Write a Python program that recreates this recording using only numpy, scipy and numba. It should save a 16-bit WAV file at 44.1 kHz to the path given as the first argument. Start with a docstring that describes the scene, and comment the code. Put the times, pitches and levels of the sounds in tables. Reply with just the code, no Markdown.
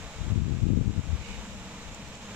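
"""Heavy wind-driven rain on a street, heard through a slightly open window: countless drop impacts
over a smooth hiss, with a low boom of air in the gap. A gust buffets the phone's left microphone
port with spikes of pressure, so its gain control ducks the rain. As the gust dies, a sheet of rain
splatters on something hard to the right, and a few drops tick close by."""
import sys
import numpy as np
from scipy import signal
from scipy.fft import rfft, irfft
from scipy.io import wavfile
from numba import njit

SR = 44100
rng = np.random.default_rng(int(sys.argv[2]) if len(sys.argv) > 2 else 0)


def wrap_up_sound(samples):
    """Save the sound to the file named by the first command line argument, as 16-bit audio."""
    columns = np.atleast_2d(samples).T
    # keep every value between -1 and 1, then stretch to whole-number steps
    tamed = np.clip(columns, -1, 1)
    steps = np.round(tamed * 32767).astype(np.int16)
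    wavfile.write(sys.argv[1], SR, steps)


N = 103635
TIME = np.arange(N) / SR
FREQS = np.arange(N // 2 + 1) * SR / N


def undb(db):
    """Decibels to gain."""
    return 10 ** (np.asarray(db) / 20)


def unit(x):
    """Scale to rms 1."""
    return x / np.sqrt(np.mean(x ** 2))


def fader(points):
    """Gain over time from (t/s, level/dB) points."""
    return undb(np.interp(TIME, *np.array(points).T))


def over_bins(points, column=1):
    """One column of a table, joined on a log-frequency axis."""
    points = np.array(points, float)
    return np.interp(np.log(np.maximum(FREQS, 1)), np.log(points[:, 0]), points[:, column])


def colour(x, points):
    """Equalise by (f/Hz, level/dB) points."""
    return irfft(rfft(x) * undb(over_bins(points)), N)


def wander(hz):
    """Slow random modulation with rms 1."""
    return unit(irfft(rfft(rng.standard_normal(N)) * np.exp(-(FREQS / hz) ** 2), N))


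def gap_boom():
    """Wind across the window gap stirs a broad low resonance that swells and sinks, dead centre."""
    # swell of the boom: t/s, level/dB
    swell = [(0, -58), (.6, -55), (1.15, -50.5), (1.34, -51), (1.45, -46), (1.6, -47.5), (1.75, -48),
             (1.88, -53.5), (2.05, -46), (2.15, -51.5), (2.32, -50.5)]
    # resonance of the gap: f/Hz, relative level/dB
    resonance = [(80, -42), (135, -11.5), (172, -0.5), (205, 4), (240, -8), (300, -8), (380, -30),
                 (800, -53)]
    return unit(colour(rng.standard_normal(N), resonance)) * fader(swell)


def near_drips():
    """Drops land close by, each a bright tick that dies in a few milliseconds."""
    # landings: t/s, level before EQ/dB, treble shelf/dB
    landings = [(1.463, -47, 13), (1.9464, -34.5, 2), (2.0865, -43, 12), (2.154, -39.5, -10)]
    # EQ of a tick: f/Hz, level/dB
    tick_eq = [(2000, -17.5), (4500, -14), (5600, -6), (7600, 5), (9000, -23), (15000, -23)]
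    decay_s, right_db = .0022, -3
    out = np.zeros((2, N))
    for at, db, shelf_db in landings:
        envelope = 2 * undb(db) * (TIME >= at) * np.exp(-np.abs(TIME - at) / decay_s)
        for side, side_db in enumerate((0, right_db)):
            tick = colour(rng.standard_normal(N) * envelope, tick_eq)
            out[side] += undb(side_db) * colour(tick, [(9000, 0), (14000, shelf_db)])
    return out


def puff(at, width_s):
    """One eddy's rounded spike of pressure."""
    centre, reach = int(at * SR), SR // 50
    near = np.arange(max(centre - reach, 0), min(centre + reach, N))
    out = np.zeros(N)
    out[near] = 1 / np.cosh((TIME[near] - at) / width_s)
    return out


def mic_port(pressure, low_cut_hz=60.8, high_cut_hz=490):
    """The microphone sheds the slowest pressure changes and its port rounds the fastest."""
    low_cut = FREQS ** 2 / np.sqrt(FREQS ** 4 + low_cut_hz ** 4)
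    high_cut = 1 / np.sqrt(1 + (FREQS / high_cut_hz) ** 8)
    return irfft(rfft(pressure) * low_cut * high_cut, N)


def eddies():
    """A train of pressure spikes: small eddies are sharper and come in quicker succession."""
    # size of the eddies: t/s, spike width/s
    widths = [(.15, 0.0023), (.27, 0.0017), (.33, 0.0011), (.41, .0012), (.47, 0.00081), (.55, 0.00084),
              (.6, 0.0013), (.65, .00095), (.81, 0.00094), (.86, .0013), (.89, 0.000899), (.95, .0011),
              (.99, 0.00079), (1.04, 0.0019), (1.15, .0014), (1.3, .0026)]
    usual_width_s, usual_rate_hz, scatter_db = .001, 85.93, 2.26
    pressure, at = np.zeros(N), 0.
    for gap_jitter, level_jitter, width_jitter in rng.uniform(-1.7, 1.7, (400, 3)):
        if at * SR >= N:
            break
        width_s = np.interp(at, *np.array(widths).T)
        pressure += undb(scatter_db * level_jitter) * puff(at, width_s * np.exp(.21 * width_jitter))
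        at += np.exp(.24 * gap_jitter) * np.sqrt(width_s / usual_width_s) / usual_rate_hz
    return pressure


def wind():
    """A gust batters the left port with eddies and rumble; the right port is sheltered."""
    # wind pressure on the left port: t/s, level/dB
    gust = [(0, -40.5), (.06, -36), (.1, -54), (.15, -45), (.215, -27), (.25, -28.5), (.295, -25),
            (.32, -20), (.42, -19.5), (.47, -25.5), (.55, -22.5), (.585, -29.5), (.632, -18.5),
            (.71, -15.5), (.77, -16.5), (.85, -22.5), (.885, -17), (.945, -28), (.995, -19), (1.025, -38.5),
            (1.045, -27), (1.11, -26), (1.15, -21), (1.18, -37.5), (1.22, -30.5), (1.26, -51), (1.295, -29),
            (1.34, -39.5), (1.4, -34), (1.45, -44), (1.55, -40.5), (1.78, -53), (1.89, -40.5), (1.95, -50),
            (2.08, -42), (2.15, -60), (2.35, -60)]
    # turbulence at a port: f/Hz, relative level/dB
    turbulence = [(15, -21), (35, -9), (50, 1), (72, 0.5), (120, -5), (200, -11), (300, -16), (420, -25.5),
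                  (600, -42), (1200, -82)]
    flutter = unit(mic_port(eddies()))
    left_rumble, right_rumble = (unit(colour(rng.standard_normal(N), turbulence)) for _ in range(2))
    exposed = fader(gust) * (undb(-1.5) * flutter + undb(-4.5) * left_rumble)
    sheltered = undb(-59.5) * right_rumble
    return np.array([exposed, sheltered])


def buffets():
    """The hardest eddies thump a port singly."""
    # thumps: t/s, peak ahead of the port/dB, width/s, side (0 left, 1 right)
    thumps = [(0.5227, -14, 0.001, 0), (0.617, -27, 0.0011, 1), (0.7028, -7.5, 0.00048, 0),
              (0.7723, -5, 0.00058, 0), (.813, -3.5, 0.00074, 0), (0.986, -19.5, 0.0016, 0),
              (1.143, -25, 0.0012, 1)]
    pressure = np.zeros((2, N))
    for at, db, width_s, side in thumps:
        pressure[int(side)] += undb(db) * puff(at, width_s)
    return mic_port(pressure)


def patter(drops_per_s=5000, scatter_db=3, drop_share=.37, flicker_db=.61):
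    """Countless drop impacts of uneven size over the smooth hiss of far ones; the level flickers."""
    impacts = (rng.random(N) < drops_per_s / SR) * rng.choice([-1, 1], N)
    sizes = undb(scatter_db * np.minimum(rng.exponential(size=N), 5))
    drops = np.sqrt(drop_share) * unit(impacts * sizes)
    hiss = np.sqrt(1 - drop_share) * rng.standard_normal(N)
    return (drops + hiss) * undb(flicker_db * wander(hz=26))


def rain_sheet(left_db=-7.5):
    """The gust throws a sheet of drops on something hard to the right."""
    # envelope of the splatter on the right: t/s, level/dB
    splatter = [(1.1, -86), (1.19, -47), (1.26, -45), (1.32, -46), (1.37, -48.5), (1.46, -65.5)]
    # tone of the hard surface: f/Hz, relative level/dB
    surface = [(1200, -35), (1950, -11), (2270, 4.5), (2700, -4.5), (3000, 0.5), (3300, -24), (3750, -4.5),
               (4300, -12), (5300, -16), (7200, -18), (9000, -32), (15000, -49)]
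    left, right = (unit(colour(patter(), surface)) for _ in range(2))
    return np.array([left * undb(left_db), right]) * fader(splatter)


def street_rain(base_db=-43.5, left_lag_s=7e-5):
    """The street's rain, coloured by the window gap: centred in the bass, wide in the treble."""
    # tone of rain through the window: f/Hz, relative left level/dB, relative right level/dB
    tone = [(40, -68, -72.5), (110, -72, -71), (190, -70.5, -72.5), (282, -83, -79), (387, -84.5, -82),
            (456, -75, -75.5), (606, -78, -80), (664, -75, -75.5), (763, -85.5, -82), (808, -76, -78),
            (960, -79, -80), (1560, -83.5, -82), (2170, -86, -80.5), (2360, -84.5, -78.5), (3650, -86, -84),
            (3700, -86, -80.5), (4500, -89, -91.5), (5960, -87.5, -87.5), (7400, -84.5, -86.5),
            (8440, -96, -100), (10130, -106, -108), (15000, -107, -111)]
    # likeness of the rain at the two ports: f/Hz, correlation
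    likeness = [(60, 0.82), (180, 1), (650, 1), (900, 0.94), (1400, 0.83), (2100, .34), (3800, 0.31),
                (5400, 0.15), (7000, 0), (15000, -0.18)]
    # how hard the rain falls: t/s, level about the base/dB
    downpour = [(0, 1), (.24, -0.1), (.35, -0.6), (.6, -1.3), (.83, 0), (1.1, 1.2), (1.33, 0.2), (1.45, 0),
                (1.6, -0.05), (1.9, 0), (2.13, -1.06), (2.35, 1.4)]
    correlation = np.clip(over_bins(likeness), -.99, .99)
    mid = rfft(patter()) * np.sqrt(1 + correlation)
    side = rfft(patter()) * np.sqrt(1 - correlation)
    lag = np.exp(-2j * np.pi * FREQS * left_lag_s)
    left = (mid + side) * lag * undb(over_bins(tone, column=1))
    right = (mid - side) * undb(over_bins(tone, column=2))
    return unit(irfft(np.array([left, right]), N)) * undb(base_db) * fader(downpour)


def scene():
    """Rain and wind layers, mixed in stereo."""
    return street_rain() + rain_sheet() + near_drips() + wind() + buffets() + gap_boom()


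@njit
def follow_peaks(x, attack_s, release_s):
    """Envelope follower with separate rise and fall times."""
    attack, release = 1 / (attack_s * SR), 1 / (release_s * SR)
    out, level = np.empty(len(x)), 0.
    for i in range(len(x)):
        level += (x[i] - level) * (attack if x[i] > level else release)
        out[i] = level
    return out


def record(dry):
    """One gain control ducks both channels when the wind hits; the top end is cut."""
    threshold_db, slope, high_cut_hz = -22, .41, 15150
    peak = follow_peaks(np.abs(dry).max(axis=0), attack_s=.0088, release_s=.22)
    gain = np.maximum(peak / undb(threshold_db), 1) ** -slope
    high_cut = signal.ellip(10, .2, 70, high_cut_hz, fs=SR, output="sos")
    return signal.sosfilt(high_cut, dry * gain)


dry = scene()
out = record(dry)
wrap_up_sound(out)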